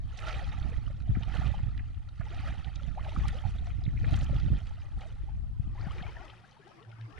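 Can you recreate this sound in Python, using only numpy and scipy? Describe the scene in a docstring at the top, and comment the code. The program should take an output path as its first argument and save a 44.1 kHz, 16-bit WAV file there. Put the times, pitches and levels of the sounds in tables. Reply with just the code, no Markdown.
"""Shallow water by an open shore: someone wades past a hand-held camera, close by, about a stride a second.
Each stride pushes up a wave: bubble swarms gurgle, noise grains and snaps make splash and spray, drops trickle.
Larger pockets of air plop as gliding sines, drops slap as short noise bursts, and soft ripples lap late on.
Wind noise buffets the two microphone ports apart, then drops as the camera turns; near the end a low
wavering sine hums up briefly. A faint, steady noise is the wash of the shore."""
import sys
import numpy as np
from scipy import signal
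from scipy.fft import rfft, irfft
from scipy.io import wavfile
from scipy.ndimage import uniform_filter1d

SR = 44100
rng = np.random.default_rng(int(sys.argv[2]) if len(sys.argv) > 2 else 0)


def wrap_up_sound(samples):
    """Save the sound to the file named by the first command line argument, as 16-bit audio."""
    columns = np.atleast_2d(samples).T
    # keep every value between -1 and 1, then stretch to whole-number steps
    tamed = np.clip(columns, -1, 1)
    steps = np.round(tamed * 32767).astype(np.int16)
    wavfile.write(sys.argv[1], SR, steps)


N = 317067
TIME = np.arange(N) / SR
FREQS = np.fft.rfftfreq(N, 1 / SR)


def amp(db):
    """Decibels to gain."""
    return 10 ** (np.asarray(db) / 20)


def unit(x):
    """Scales to rms 1."""
    return x / np.sqrt(np.mean(x ** 2) + 1e-20)


def follow(rows, t=TIME):
    """The columns of a curve table, joined by straight lines, at the times t."""
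    s, *columns = np.transpose(rows)
    return [np.interp(t, s, column) for column in columns]


def read(points):
    """A spectrum table on the frequency grid, straight over log frequency."""
    hz, value = np.transpose(points)
    return np.interp(np.log(FREQS + 1), np.log(hz), value)


def shaped(x, spectrum):
    """Filters x by a spectrum table and scales it to rms 1."""
    return unit(irfft(rfft(x) * amp(read(spectrum)), N))


def drift(hz):
    """Random motion up to about the rate hz, rms 1."""
    return unit(irfft(rfft(rng.standard_normal(N)) * np.exp(-(FREQS / hz) ** 2), N))


def bump(s, length):
    """A smooth swell of height 1 around time s; length is its width at 1/e of the height."""
    return np.exp(-(2 * (TIME - s) / length) ** 2)


def panned(pan_db):
    """Left and right gains whose mean is 1; positive is to the left."""
    ratio = amp(np.atleast_1d(pan_db))
    return 2 * np.array([ratio, np.ones_like(ratio)]) / (1 + ratio)


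def add(mix, s, sound):
    """Lays a sound into the mix from time s on."""
    part = mix[..., max(round(s * SR), 0):][..., :sound.shape[-1]]
    part += sound[..., :part.shape[-1]]


def bubble(hz, glide, swell):
    """A pocket of air rings as it pinches off; its pitch slides as it nears the surface. Peaks at 2 swell."""
    t = np.arange(0, 8 * swell, 1 / SR) - 2 * swell
    u = np.maximum(t / (2 * swell) + 1, 0)
    envelope = (u * np.exp(1 - u)) ** 4
    # glide in octaves per second, by one octave upwards at most
    pitch = hz * np.exp2(np.minimum(glide * t, 1))
    return envelope * np.sin(2 * np.pi * np.cumsum(pitch) / SR)


def swarm(low_hz, high_hz, busy, cycles, spread_db, glide, count):
    """Bubbles of random size and pitch, more crowded where the water is busy."""
    out = np.zeros(N)
    when, kept, pitch, life, rise, size = rng.random((count, 6)).T
    hz = low_hz * (high_hz / low_hz) ** pitch
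    swell = np.clip(cycles, .5, 5) * (.25 + 1.5 * life ** 2) / np.sqrt(hz * low_hz)
    # many faint bubbles, a few strong ones
    gain = amp(spread_db * np.minimum(-np.log(size + 1e-9), 4)) * np.sqrt(hz)
    slide = glide * (1.05 * rise - .3)  # most rise, some fall
    sounding = kept < busy[(when * N).astype(int)]
    for k in np.nonzero(sounding)[0]:
        add(out, when[k] * TIME[-1], gain[k] * bubble(hz[k], slide[k], swell[k]))
    # crowding changes the density, not the level
    return unit(out / np.sqrt(busy))


def patter(per_s, spread_db, decay):
    """Droplets tick on the surface as grains of noise: many faint ones, a few sharp ones."""
    chance, size = rng.random((2, N))
    ticks = chance < per_s / SR
    power = ticks * amp(spread_db * np.minimum(-np.log(size + 1e-9), 5)) ** 2
    t = np.arange(0, 12 * decay, 1 / SR) / decay
    grain_power = signal.oaconvolve(power, t ** 2 * np.exp(-1.5 * t))[:N]
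    return unit(np.sqrt(abs(grain_power)) * rng.standard_normal(N))


def crackle(low_hz, high_hz, per_s, cycles, spread_db, count=36):
    """Tiny bubbles snap shut: each starts at once and rings for a few cycles on one of count pitches."""
    out, t = np.zeros(N), np.arange(700) / SR
    chance, size, kind = rng.random((3, N))
    snaps = (chance < per_s / SR) * amp(spread_db * np.minimum(-np.log(size + 1e-9), 3.5))
    pitch_index = (kind * count).astype(int)
    for k, hz in enumerate(np.geomspace(low_hz, high_hz, count)):
        ring = np.exp(-t * hz / cycles) * np.sin(2 * np.pi * hz * t * (1 + t))
        for at in np.nonzero((pitch_index == k) & (snaps > 0))[0]:
            add(out, at / SR, snaps[at] * ring)
    return unit(out)


def drips(count=300):
    """Single drips off the legs and hands: each traps a bubble that rings a little longer, mostly rising."""
    return swarm(1150, 4800, np.ones(N), cycles=3.6, spread_db=1.8, glide=9, count=count)


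FROTH_S, FROTH_SHARE = .012, .3  # decay time [s] and strength of the fizz


def froth(x):
    """Each burst sets off a short fizz of smaller ones, which joins the grains into a wash."""
    t = np.arange(0, .08, 1 / SR)
    tail = rng.standard_normal(len(t)) * np.exp(-t / FROTH_S)
    random_sign = np.sign(drift(150))
    fizz = signal.oaconvolve(x * random_sign, tail / np.linalg.norm(tail))[:N]
    return x + FROTH_SHARE * fizz


def churn(x, patch_db, patch_hz, patch_s):
    """Tumbling water: clouds of bubbles come and go, each in its own part of the spectrum."""
    f, t, z = signal.stft(x, SR, nperseg=256, noverlap=192)
    across = np.fft.fftfreq(len(f), f[1])[:, None]
    along = np.fft.fftfreq(len(t), t[1])
    blur = np.exp(-(across * patch_hz) ** 2 - (along * patch_s) ** 2)
    patches = unit(np.fft.ifft2(np.fft.fft2(rng.standard_normal(z.shape)) * blur).real)
    return unit(signal.istft(z * amp(patch_db * patches), SR, nperseg=256, noverlap=192)[1][:N])


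# resonances and dips of the camera housing: (centre [Hz], width [Hz], level [dB])
HOUSING = [(815, 300, 5.5), (1017, 167, -10), (1343, 260, 3.5), (1560, 160, -4.5), (1974, 440, 3.5),
           (2207, 137, -5.5), (2520, 290, 2.5), (2740, 106, -4), (3200, 600, 0), (3450, 100, -7),
           (3700, 560, 3.5), (4430, 220, 4.5), (5540, 740, 2.5), (8440, 290, -3), (9000, 590, 7.5)]


def housing(x):
    """The camera body colours what reaches the microphone ports."""
    colour_db = sum(db * np.exp(-2 * ((FREQS - hz) / width) ** 2) for hz, width, db in HOUSING)
    return irfft(rfft(x) * amp(colour_db), N)


CREST_DROP_DB = 22  # how far below its crest a splash is at the ends of its build-up and collapse
TRICKLE_S = 1.0  # water running off the leg fades by as much in this time
BUILD_CURVE = 0.95  # 1 builds evenly in dB; above 1 grows fast at first and rounds off towards the crest


def stride(crest, splash_db, build_s, collapse_s, trickle_db, lead_s=0):
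    """Level in dB of one stride: the wave builds up and collapses, then water trickles off the leg."""
    t = TIME + lead_s - crest
    before, after = np.maximum(-t, 0), np.maximum(t, 0)
    wave = amp(splash_db - CREST_DROP_DB * after / collapse_s)
    trickle = amp(trickle_db - CREST_DROP_DB * (after / TRICKLE_S) ** 2)
    build_up_db = CREST_DROP_DB * (before / build_s) ** BUILD_CURVE
    return 20 * np.log10(np.hypot(wave, trickle) + 1e-12) - build_up_db


# surges of the strides close to the camera, levels before the trims in wading():
# (crest time [s], splash level [dB], build-up [s], collapse [s], trickle level [dB],
#  gurgle re splash [dB], spray re splash [dB]), the last two at the reference splash level
STRIDES = [(0.286, -45.5, 0.22, 0.3, -55.5, -3, -16), (1.366, -47, 0.31, 0.45, -65, -4, -17.5),
           (2.377, -52, 0.33, 0.6, -60, -5.5, -17.5), (2.48, -53.5, 0.11, 0.29, -84, -3, -20.5),
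           (3.279, -53.5, 0.74, 0.56, -59.5, -3.5, -15), (4.161, -51.5, 0.32, 0.26, -55, -4, -16.5),
           (5.03, -59.5, 0.25, 0.48, -82, 1.5, -14), (5.998, -54.5, 0.35, 0.21, -61, -1.5, -18)]
REFERENCE_DB = -56.5  # the splash level at which the gurgle and spray of a stride are given
GURGLE_LEAD_S, GURGLE_SLOPE = 0.0077, 1  # the leg traps air before the wave breaks; dB per dB of splash
SPRAY_LEAD_S, SPRAY_SLOPE = 0.0069, 0.92  # the same for the spray
CALM_DB = -79  # splash and gurgle between strides


def stride_levels():
    """Levels in dB of splash, gurgle and spray; the last two lead a little and the spray swings less widely."""
    power = np.zeros((3, N))
    power[:2] = amp(CALM_DB) ** 2
    for *shape, gurgle_db, spray_db in STRIDES:
        gurgle_swing = GURGLE_SLOPE * (stride(*shape, GURGLE_LEAD_S) - REFERENCE_DB)
        spray_swing = SPRAY_SLOPE * (stride(*shape, SPRAY_LEAD_S) - REFERENCE_DB)
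        gurgle = REFERENCE_DB + gurgle_db + gurgle_swing
        spray = REFERENCE_DB + spray_db + spray_swing
        power += amp([stride(*shape), gurgle, spray]) ** 2
    return 10 * np.log10(power + 1e-20)


# spectra of the three layers of wading: (frequency [Hz], relative level [dB per Hz])
GURGLE = [(200, 5), (350, -5), (520, -2), (750, 1.5), (950, -5.5), (1200, -9), (2000, -57.5)]
SPLASH = [(500, -15), (900, 2), (1200, -1), (2000, -3), (3200, -2.5), (4200, -11), (5200, -14.5),
          (8000, -32.5)]
SPRAY = [(2500, -12.5), (4000, 2.5), (4900, 2), (6500, 6), (8000, -1.5), (9000, -7), (10200, -3.5),
         (11500, -16.5), (13000, -21.5)]


def wading():
    """Every stride churns up deep gurgles, a dense froth of small bubbles and fine spray, in uneven spurts."""
    splash_db, gurgle_db, spray_db = stride_levels()
    busy = np.clip(amp(.5 * (splash_db + 51)), .5, 1)
    spurts = drift(18)

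    gurgle = swarm(280, 1150, busy, cycles=2.1, spread_db=2, glide=23, count=2200)
    gurgle += patter(600, 2.4, .003)

    splash = swarm(1000, 5060, busy, cycles=1.8, spread_db=2.9, glide=18, count=11000)
    splash += 1.25 * patter(1500, 2.8, .0007)
    splash += .65 * crackle(1100, 6000, per_s=800, cycles=5.5, spread_db=3.9)
    splash += .36 * drips() / np.sqrt(2 * busy)  # drips stand out more in calm water
    splash += .6 * patter(36, 2, .0006)
    splash = churn(froth(splash), patch_db=1.8, patch_hz=520, patch_s=.025)

    spray = .7 * crackle(3800, 10500, per_s=600, cycles=14, spread_db=4.2)
    spray += patter(1100, 3.5, .0007)
    spray += .55 * patter(24, 2.4, .0004)
    spray = churn(spray, patch_db=2.4, patch_hz=900, patch_s=.025)

    # level of each layer: stride, spurts, trim
    water = shaped(gurgle, GURGLE) * amp(gurgle_db + 2 * spurts - 3)
    water += shaped(splash, SPLASH) * amp(splash_db + 1.2 * spurts - 1.1)
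    water += shaped(spray, SPRAY) * amp(spray_db + 1.9 * spurts - 1.5)
    return housing(water)


# how alike the two microphone ports hear the water: (frequency [Hz], left-right likeness [-1 to 1])
LIKENESS = [(300, 1), (800, 0.81), (2500, 0.93), (4500, 0.98), (6500, 0.49), (8500, -0.47), (11000, -0.067)]


def ports(x, pan_db, corner_hz=4000, treble_share=.2):
    """Two ports hear the same sound; the body scatters the treble, which is less alike and less to one side."""
    t = np.arange(256) / SR
    scatter = rfft(rng.standard_normal(len(t)) * np.exp(-t / 0.0025), N)
    same = np.clip(read(LIKENESS), -.7, .999)
    # a quarter-turn signal of random sign, added on one side and taken off on the other
    side_gain = 1j * np.sign(scatter.real) * np.sqrt((1 - same) / (1 + same))
    side = irfft(rfft(x) * side_gain, N)
    pair = np.array([x + side, x - side])
    low = irfft(rfft(pair) * np.exp(-(FREQS / corner_hz) ** 4), N)
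    return low * panned(pan_db) + (pair - low) * panned(treble_share * pan_db)


# changing wind at the ports, before the ceiling in wind():
# (time [s], left rumble level [dB], right rumble level [dB])
WIND = [(0, -37.5, -37.5), (.18, -38, -37.5), (.45, -33.5, -33.5), (.65, -34.5, -29), (.95, -34.5, -33.5),
        (1.1, -38.5, -28), (1.65, -34.5, -30.5), (1.95, -35, -42.5), (2.1, -40, -41), (2.45, -34, -30),
        (2.65, -44, -34.5), (3.1, -38.5, -30.5), (3.5, -37.5, -31.5), (3.8, -33, -32), (4.4, -29, -29),
        (4.82, -40.5, -39.5), (5.18, -39.5, -33.5), (5.4, -32, -37.5), (6.02, -34.5, -37),
        (6.35, -57, -57.5), (6.7, -79, -74), (7.19, -64, -59)]
# short gusts on top of it: (peak time [s], length [s], rumble level [dB], left-right [dB])
GUSTS = [(1.145, 0.14, -26.5, 4), (1.445, 1, -37, -8), (3.227, 0.2, -33.5, 15.5), (4.117, 0.25, -27, 2.5),
         (4.339, 0.044, -28, 18), (4.497, 0.15, -24, -5.5), (4.971, 0.086, -31, -6),
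         (7.18, 0.062, -46.5, -13)]


def wind_levels():
    """Rumble in dB at each port: the changing wind plus its gusts, added as power."""
    power = amp(follow(WIND)) ** 2
    for s, length, db, side_db in GUSTS:
        power += (amp(db) * panned(side_db) * bump(s, length)) ** 2
    return 10 * np.log10(power)


# spectra of the rumble and of the faster flutter: (frequency [Hz], relative level [dB per Hz])
RUMBLE = [(8, -7.5), (20, -10.5), (45, 0), (65, 0), (85, -5.5), (115, -6.5), (150, -27), (220, -29),
          (400, -100)]
BUFFET = [(70, -28.5), (120, 10.5), (160, 3), (210, -8), (290, -8), (410, -28), (700, -31.5), (1500, -87)]
# single eddies that thump a port, played 1.5 dB up and before the ceiling:
# (start time [s], envelope peak level [dB], centre [Hz], left-right [dB])
THUMPS = [(1.092, -18.5, 98, -40), (1.17, -24.5, 172, 31), (1.512, -24.5, 89.5, -38), (1.631, -25, 89, -28),
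          (2.197, -27, 103, -26), (3.173, -28, 151, -18), (3.272, -23, 82, -8), (3.45, -24, 94, -24.5),
          (3.623, -36, 115, -14), (3.877, -20.5, 111, -36), (3.94, -32, 128, -26), (4.076, -22.5, 92, 31),
          (4.212, -31, 140, -13), (4.335, -35, 168, 22), (4.445, -33, 150, 5), (4.503, -30, 186, -17),
          (4.517, -12.5, 110, -39), (5.596, -22, 95, 31), (5.674, -35, 145, 21), (5.867, -28, 134, 16),
          (6.012, -34, 139, 18)]
FLUTTER_DB = (-22.5, -18.5)  # flutter relative to the rumble in a moderate wind, left and right port
MODERATE_DB, FLUTTER_SLOPE = -43.5, 0.69  # above this rumble the flutter gains this many extra dB per dB


def wind():
    """Turbulence presses on each port apart; its strongest lumps break into faster flutter and single thumps."""
    out = np.zeros((2, N))
    for port, rumble_db, moderate_db in zip(out, wind_levels(), FLUTTER_DB):
        rumble_swing = amp(3.54 * np.tanh(drift(22)))
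        rumble = unit(shaped(rng.standard_normal(N), RUMBLE) * rumble_swing)
        lumps = np.tanh(abs(signal.hilbert(rumble)) / 2) ** 2.53
        flutter_swing = amp(2.1 * np.tanh(drift(16)))
        flutter = unit(shaped(rng.standard_normal(N), BUFFET) * lumps * flutter_swing)
        flutter_db = moderate_db + FLUTTER_SLOPE * np.maximum(rumble_db - MODERATE_DB, 0)
        port += amp(rumble_db) * (rumble + amp(flutter_db) * flutter)
    for s, db, hz, side_db in THUMPS:
        u = np.arange(0, 4 / hz, 1 / SR) * hz  # time in cycles
        envelope = (2 * u * np.exp(1 - 2 * u)) ** 2
        add(out, s, amp(db + 1.5) * panned(side_db) * envelope * np.sin(2 * np.pi * u))
    # the pressure of the strongest eddies levels off
    ceiling = .22
    swing = uniform_filter1d(abs(signal.hilbert(out)), 200)
    return out / (1 + (swing / ceiling) ** 4) ** (1 / 4)


# spectrum of the open shore: (frequency [Hz], relative level [dB per Hz])
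AIR = [(30, -14.5), (150, 21), (300, 3), (500, -16.5), (800, 1), (2000, -13), (4500, -14), (6500, -23),
       (10000, -19.5), (11500, -36)]


def shore():
    """The faint wash of the open shore: steady shaped noise, separate at each port."""
    return amp(-62.0) * np.array([shaped(rng.standard_normal(N), AIR) for _ in range(2)])


# the largest drops and dollops that slap the surface, played level_db up:
# (peak time [s], peak level [dB], centre [Hz], spread [octaves], swell time [s])
DROPS = [(0.177, -45.5, 4000, .54, 0.004), (0.19, -38.5, 2420, 0.75, 0.0017),
         (0.287, -38, 2900, 0.62, 0.0063), (.308, -43, 2580, 0.23, 0.0014),
         (0.328, -39.5, 2350, 0.65, 0.0026), (.343, -38.5, 2400, 0.22, 0.0026),
         (0.443, -46.5, 3930, 0.39, 0.0021), (.526, -43, 2100, .35, 0.0032),
         (0.628, -49.5, 3580, 0.18, 0.0013), (0.767, -49.5, 2070, 0.25, 0.00046),
         (1.153, -42.5, 1820, 0.25, .003), (1.226, -46.5, 2900, 0.28, 0.0017),
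         (1.234, -38.5, 2970, 0.5, 0.0013), (1.468, -41, 2840, 0.41, 0.002),
         (1.591, -45.5, 914, 0.59, 0.0023), (1.778, -44, 2350, 0.64, 0.0014),
         (1.795, -43, 1860, 0.42, 0.0032), (1.946, -54, 2730, .4, .002), (2.09, -52, 3700, 0.41, 0.0018),
         (2.212, -42.5, 1480, 0.44, 0.0044), (2.307, -46.5, 3240, 0.27, 0.0011),
         (2.346, -46.5, 2830, 0.69, 0.002), (2.484, -41.5, 1560, 0.22, 0.0023),
         (2.646, -41, 2990, 0.33, 0.0013), (2.758, -41, 3720, 0.51, 0.0018),
         (2.834, -45.5, 3270, 0.34, 0.00068), (3.048, -42, 2010, 0.53, 0.0021),
         (3.093, -46.5, 3180, .25, 0.0013), (3.283, -35.5, 3060, 0.87, 0.0018),
         (3.289, -38.5, 1860, 0.13, .002), (3.388, -43, 3240, 0.13, 0.0014),
         (3.587, -46.5, 3620, 0.13, 0.0018), (3.671, -44, 1460, 0.85, 0.0012),
         (3.706, -46, 2480, 0.18, .002), (3.839, -45, 3920, 0.38, 0.0012), (3.854, -46, 3720, 0.19, .0012),
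         (3.865, -44, 2230, .25, 0.0012), (3.887, -51, 1970, 0.23, .0015), (3.977, -43, 2190, 0.17, 0.0016),
         (4.046, -36, 1820, 0.31, 0.0017), (4.083, -43.5, 1235, 0.77, 0.0013),
         (4.134, -45.5, 2860, 0.87, 0.0036), (4.142, -37.5, 3230, 0.33, 0.0018),
         (4.161, -47, 4680, 0.64, 0.0054), (4.175, -43.5, 1750, 0.19, 0.003),
         (4.191, -48.5, 6840, 0.14, 0.0012), (4.211, -40.5, 3080, 0.39, 0.0013),
         (4.231, -50.5, 4560, 0.41, 0.0043), (4.243, -48, 4860, 0.71, 0.002),
         (4.346, -53.5, 3580, .5, .001), (4.364, -44, 2790, 0.49, 0.0019), (4.4, -46.5, 3470, 0.5, .0022),
         (4.569, -47.5, 3200, 0.32, .0015), (4.669, -46, 3290, 0.48, 0.0017),
         (4.818, -53, 2370, 0.28, .0015), (5.011, -49.5, 3200, .45, .0012),
         (5.813, -50, 4640, 0.16, 0.0012), (5.984, -39, 2260, 0.45, 0.0013),
         (6.026, -42.5, 3200, 0.25, 0.0014), (6.168, -43.5, 1790, 0.16, 0.0016),
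         (6.282, -47.5, 2890, 0.16, .0015), (6.3, -48, 3050, 0.23, 0.0023),
         (6.337, -52.5, 1400, .2, 0.0022), (6.512, -56.5, 4800, 0.25, .0012),
         (6.53, -57, 2920, 0.62, 0.0017), (6.679, -58.5, 4030, 0.61, .0015),
         (6.829, -54.5, 2900, 0.29, .0012), (6.917, -53, 2130, 0.57, 0.0018),
         (7.012, -50, 3030, 0.44, 0.0014), (7.179, -45.5, 1890, 0.37, 0.0046)]


def drops(ring=0.18, level_db=1):
    """A drop lands with a short, bright slap and traps a small bubble; a dollop lands more broadly."""
    out, t = np.zeros(N), np.arange(2048) / SR
    f = np.fft.rfftfreq(len(t), 1 / SR) + 1
    lead = .012  # s from the start of the burst to its peak
    for s, db, hz, octaves, swell in DROPS:
        u = np.maximum((t - lead) / (1.5 * swell) + 1, 0)
        burst = rng.standard_normal(len(t)) * (u * np.exp(-u)) ** 2
        colour = np.exp(-.5 * (np.log2(f / hz) / octaves) ** 2)
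        slap = irfft(rfft(burst) * colour)
        add(out, s - lead, amp(db + level_db) * slap / abs(slap).max())
        add(out, s, amp(db + level_db) * ring * bubble(hz, 7.1, 0.0028))
    return out


# large air pockets, levels before the wobble:
# (peak time [s], pitch at the peak [Hz], peak level [dB], glide [octaves/s], swell time [s])
PLOPS = [(0.234, 1316, -41.5, -7.5, .006), (0.271, 1354, -39.5, 6.5, 0.0063),
         (.277, 562, -47.5, -0.5, .004), (.432, 545, -49, -4.5, .009), (0.301, 1326, -44, 2.5, 0.0072),
         (.53, 836, -47.5, 10, 0.0064), (.583, 746, -47, 14, 0.0056), (.667, 766, -49.5, -17.5, 0.0071),
         (.395, 1930, -39, 7, 0.0018), (.725, 481, -47.5, -7, 0.004), (.742, 1940, -47.5, 9, .002),
         (.867, 2970, -50, 11.5, .002), (.88, 1190, -51, 5.5, 0.0025), (.904, 590, -48.5, -13, .004),
         (1.08, 673, -51.5, -5, .004), (1.161, 730, -49.5, -6, 0.0076), (1.234, 876, -50, 11, 0.0033),
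         (1.286, 763, -50, -1, 0.0044), (1.306, 825, -48, 9.5, .003), (1.503, 566, -46.5, 6, .003),
         (1.166, 1304, -47, 16, 0.0047), (1.342, 1734, -39, -17, 0.0014), (1.361, 1400, -40.5, 24, 0.0019),
         (1.419, 763, -39, 54, .0032), (1.543, 805, -35.5, 10.5, .003), (2.089, 1366, -54, 2, .003),
         (2.214, 665, -45, 6, .0034), (2.27, 848, -46, 0, 0.004), (2.312, 347, -51.5, 13.5, .007),
         (2.344, 733, -48, 15, 0.008), (2.378, 726, -47, 14.5, .004), (2.439, 795, -42.5, 9.5, .003),
         (2.551, 798, -46, 2, .003), (2.799, 1370, -47.5, -5, .003), (2.819, 560, -51, 0.5, .004),
         (2.964, 630, -51, 13.5, .004), (2.979, 760, -35.5, 36.5, 0.0048), (2.997, 1180, -44.5, 41, 0.003),
         (3.054, 696, -43, -22, 0.0037), (3.065, 794, -38, 32, .0031), (3.087, 625, -41.5, -8, .0037),
         (3.122, 866, -42, 19.5, 0.0028), (3.164, 1260, -32.5, -4.5, .0018), (3.24, 1120, -44, 7, .004),
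         (3.25, 868, -42, -14.5, 0.0045), (3.256, 1170, -44.5, 46, 0.0026), (3.332, 763, -47, 3, 0.0041),
         (3.352, 509, -49, 11.5, 0.016), (3.441, 810, -41, -11, 0.0025), (3.455, 805, -39, -0.5, .003),
         (3.675, 697, -46.5, -2, .003), (3.819, 732, -55, 7, 0.0037), (4.041, 460, -48, 14, .004),
         (4.126, 662, -42.5, -11.5, 0.0047), (4.138, 1395, -45, 6, .0044), (4.14, 771, -41.5, 10, 0.00302),
         (4.225, 545, -48, 10, .004), (4.297, 633, -40.5, -49, .003), (4.333, 548, -44.5, 6, .004),
         (4.711, 840, -52.5, 0, .004), (5.014, 755, -52, -5.5, 0.0044), (5.062, 650, -50.5, 6, .005),
         (5.019, 2180, -52.5, 7, .002), (5.291, 825, -47, 11, 0.003), (5.756, 825, -50.5, -5, .005),
         (5.783, 1007, -52.5, 12, 0.0084), (5.83, 2320, -56.5, -1, 0.0044), (5.843, 1460, -57, 15, 0.0022),
         (5.858, 674, -49.5, -3, .004), (5.875, 750, -45, 19, 0.0066), (5.897, 2120, -55, -4, .003),
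         (5.912, 1150, -44.5, 24.5, 0.0059), (5.963, 476, -47.5, 5, .004), (5.998, 1243, -50, 26, 0.0044),
         (6.008, 1700, -45.5, 37, .003), (6.034, 750, -44.5, -4.5, 0.0041),
         (6.043, 2200, -45.5, 3.5, .0051), (6.05, 637, -50, -3, .004), (6.068, 2410, -48.5, 2.5, 0.0036),
         (6.172, 757, -51, 13, 0.0034), (6.213, 742, -48.5, 12.5, 0.012), (6.445, 1490, -54, 22, .005),
         (6.572, 907, -53.5, 2.5, 0.0041), (6.603, 405, -55.5, -3, 0.0078), (6.63, 1680, -62, 5, 0.012),
         (6.666, 366, -55, 10, 0.013), (6.675, 763, -50, 26, 0.0031), (6.72, 1266, -57, 1.5, .007),
         (6.765, 332, -57.5, -0.5, 0.019), (6.82, 436, -56.5, 8, .014), (6.929, 1410, -55.5, 13, 0.0036),
         (6.989, 900, -59.5, 22, .005), (7.012, 1740, -59.5, 20, .004), (7.093, 303, -55, -5, 0.016)]


def plops():
    """The large pockets of air that close behind the legs and under the ripples; they wobble as they ring."""
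    out = np.zeros(N)
    for s, hz, db, glide, swell in PLOPS:
        add(out, s - 2 * swell, amp(db) * bubble(hz, glide, swell))
    wobble = .22
    return out * (1 + wobble * drift(320))


FRAGMENTS_S, FRAGMENTS_DB = .02, -12  # decay time [s] and relative level [dB] of the small bubbles


def fragments(x):
    """Large pockets and drops break up: a brief crowd of smaller bubbles follows each of them."""
    keep = np.exp(-1 / (FRAGMENTS_S * SR))
    power = signal.lfilter([1 - keep], [1, -keep], x ** 2 + 1e-20)
    crowd = swarm(480, 3200, np.ones(N), cycles=1.7, spread_db=1.8, glide=20, count=5000)
    return amp(FRAGMENTS_DB) * np.sqrt(power) * housing(crowd)


# spectrum of the lapping ripples: (frequency [Hz], relative level [dB per Hz])
LAPPING = [(200, 6), (320, 0), (450, -5.5), (580, -7), (780, -2), (1000, -3), (1300, -2.5), (2000, -6),
           (3000, -4), (4000, -13), (5200, -8.5), (7000, -22), (10000, -31.5)]


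def swirl():
    """Small waves fold over with a soft swish full of gliding bubbles."""
    fizz = 1.15 * swarm(301, 2200, np.ones(N), cycles=4.2, spread_db=1.7, glide=12, count=1600)
    fizz += rng.standard_normal(N)
    fizz += .42 * crackle(2000, 7000, per_s=90, cycles=5, spread_db=2.6)
    fizz += .65 * patter(26, 1.7, .0007)
    return shaped(churn(fizz, patch_db=3.6, patch_hz=400, patch_s=.035), LAPPING)


# ripples that lap softly around the camera, before the split between the ports: (time [s], level [dB])
RIPPLES = [(0, -90.5), (5.68, -73), (5.8, -56), (6.25, -55), (6.42, -68.5), (6.6, -70.5), (6.7, -58.5),
           (6.86, -65.5), (7.13, -59.5), (7.19, -56.5)]
# how much of it comes from all around: (time [s], share [0-1])
AROUND = [(5.9, 0.1), (6.3, 0.4), (6.55, 0.88)]


def ripples(pan_db, around_db=-1):
    """The wake laps on the side of the wader and, as the camera turns away, all around it."""
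    level_db, = follow(RIPPLES)
    share = np.clip(follow(AROUND)[0], 0, 1)
    around = amp(around_db) * np.array([swirl(), swirl()]) * panned(.5 * pan_db)
    beside = ports(swirl(), pan_db)
    return amp(level_db) * (np.sqrt(1 - share) * beside + np.sqrt(2 * share) * around)


# swells of the low hum, rms levels before the wavering: (peak time [s], length [s], level [dB])
HUM = [(6.22, 0.52, -58.5), (6.899, 0.16, -50), (7.042, 0.12, -44.5)]
HUM_HZ = 112.4


def hum():
    """A low, nearly pure hum that wavers a little in pitch and level and swells near the end."""
    level = sum(amp(db) * bump(s, length) for s, length, db in HUM)
    level = level * amp(3.4 * drift(25))
    pitch = HUM_HZ * (1 + 0.0092 * drift(7.7))
    return level * np.sqrt(2) * np.sin(2 * np.pi * np.cumsum(pitch) / SR)


# where the wader is heard from the camera, in full below the treble: (time [s], left-right [dB])
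BEARING = [(0, -6.5), (1.4, -5), (2.4, -3.5), (4.4, -3.5), (5.2, 0), (6, 3), (6.5, 6.5), (7.19, 12)]


def scene():
    """Water near the camera, the faint wash of the open shore, wind and hum."""
    pan_db, = follow(BEARING)
    large = plops() + drops()
    water = ports(wading() + large + fragments(large), pan_db) + ripples(pan_db)
    return water + shore() + wind() + hum()


EDGE_HZ = 12700


def record(dry):
    """The recorder's band limit: a steep low-pass filter."""
    low_pass = signal.firwin(511, EDGE_HZ, window=("kaiser", 9), fs=SR)
    return signal.oaconvolve(dry, low_pass[None], "same")


dry = scene()
out = record(dry)
wrap_up_sound(out)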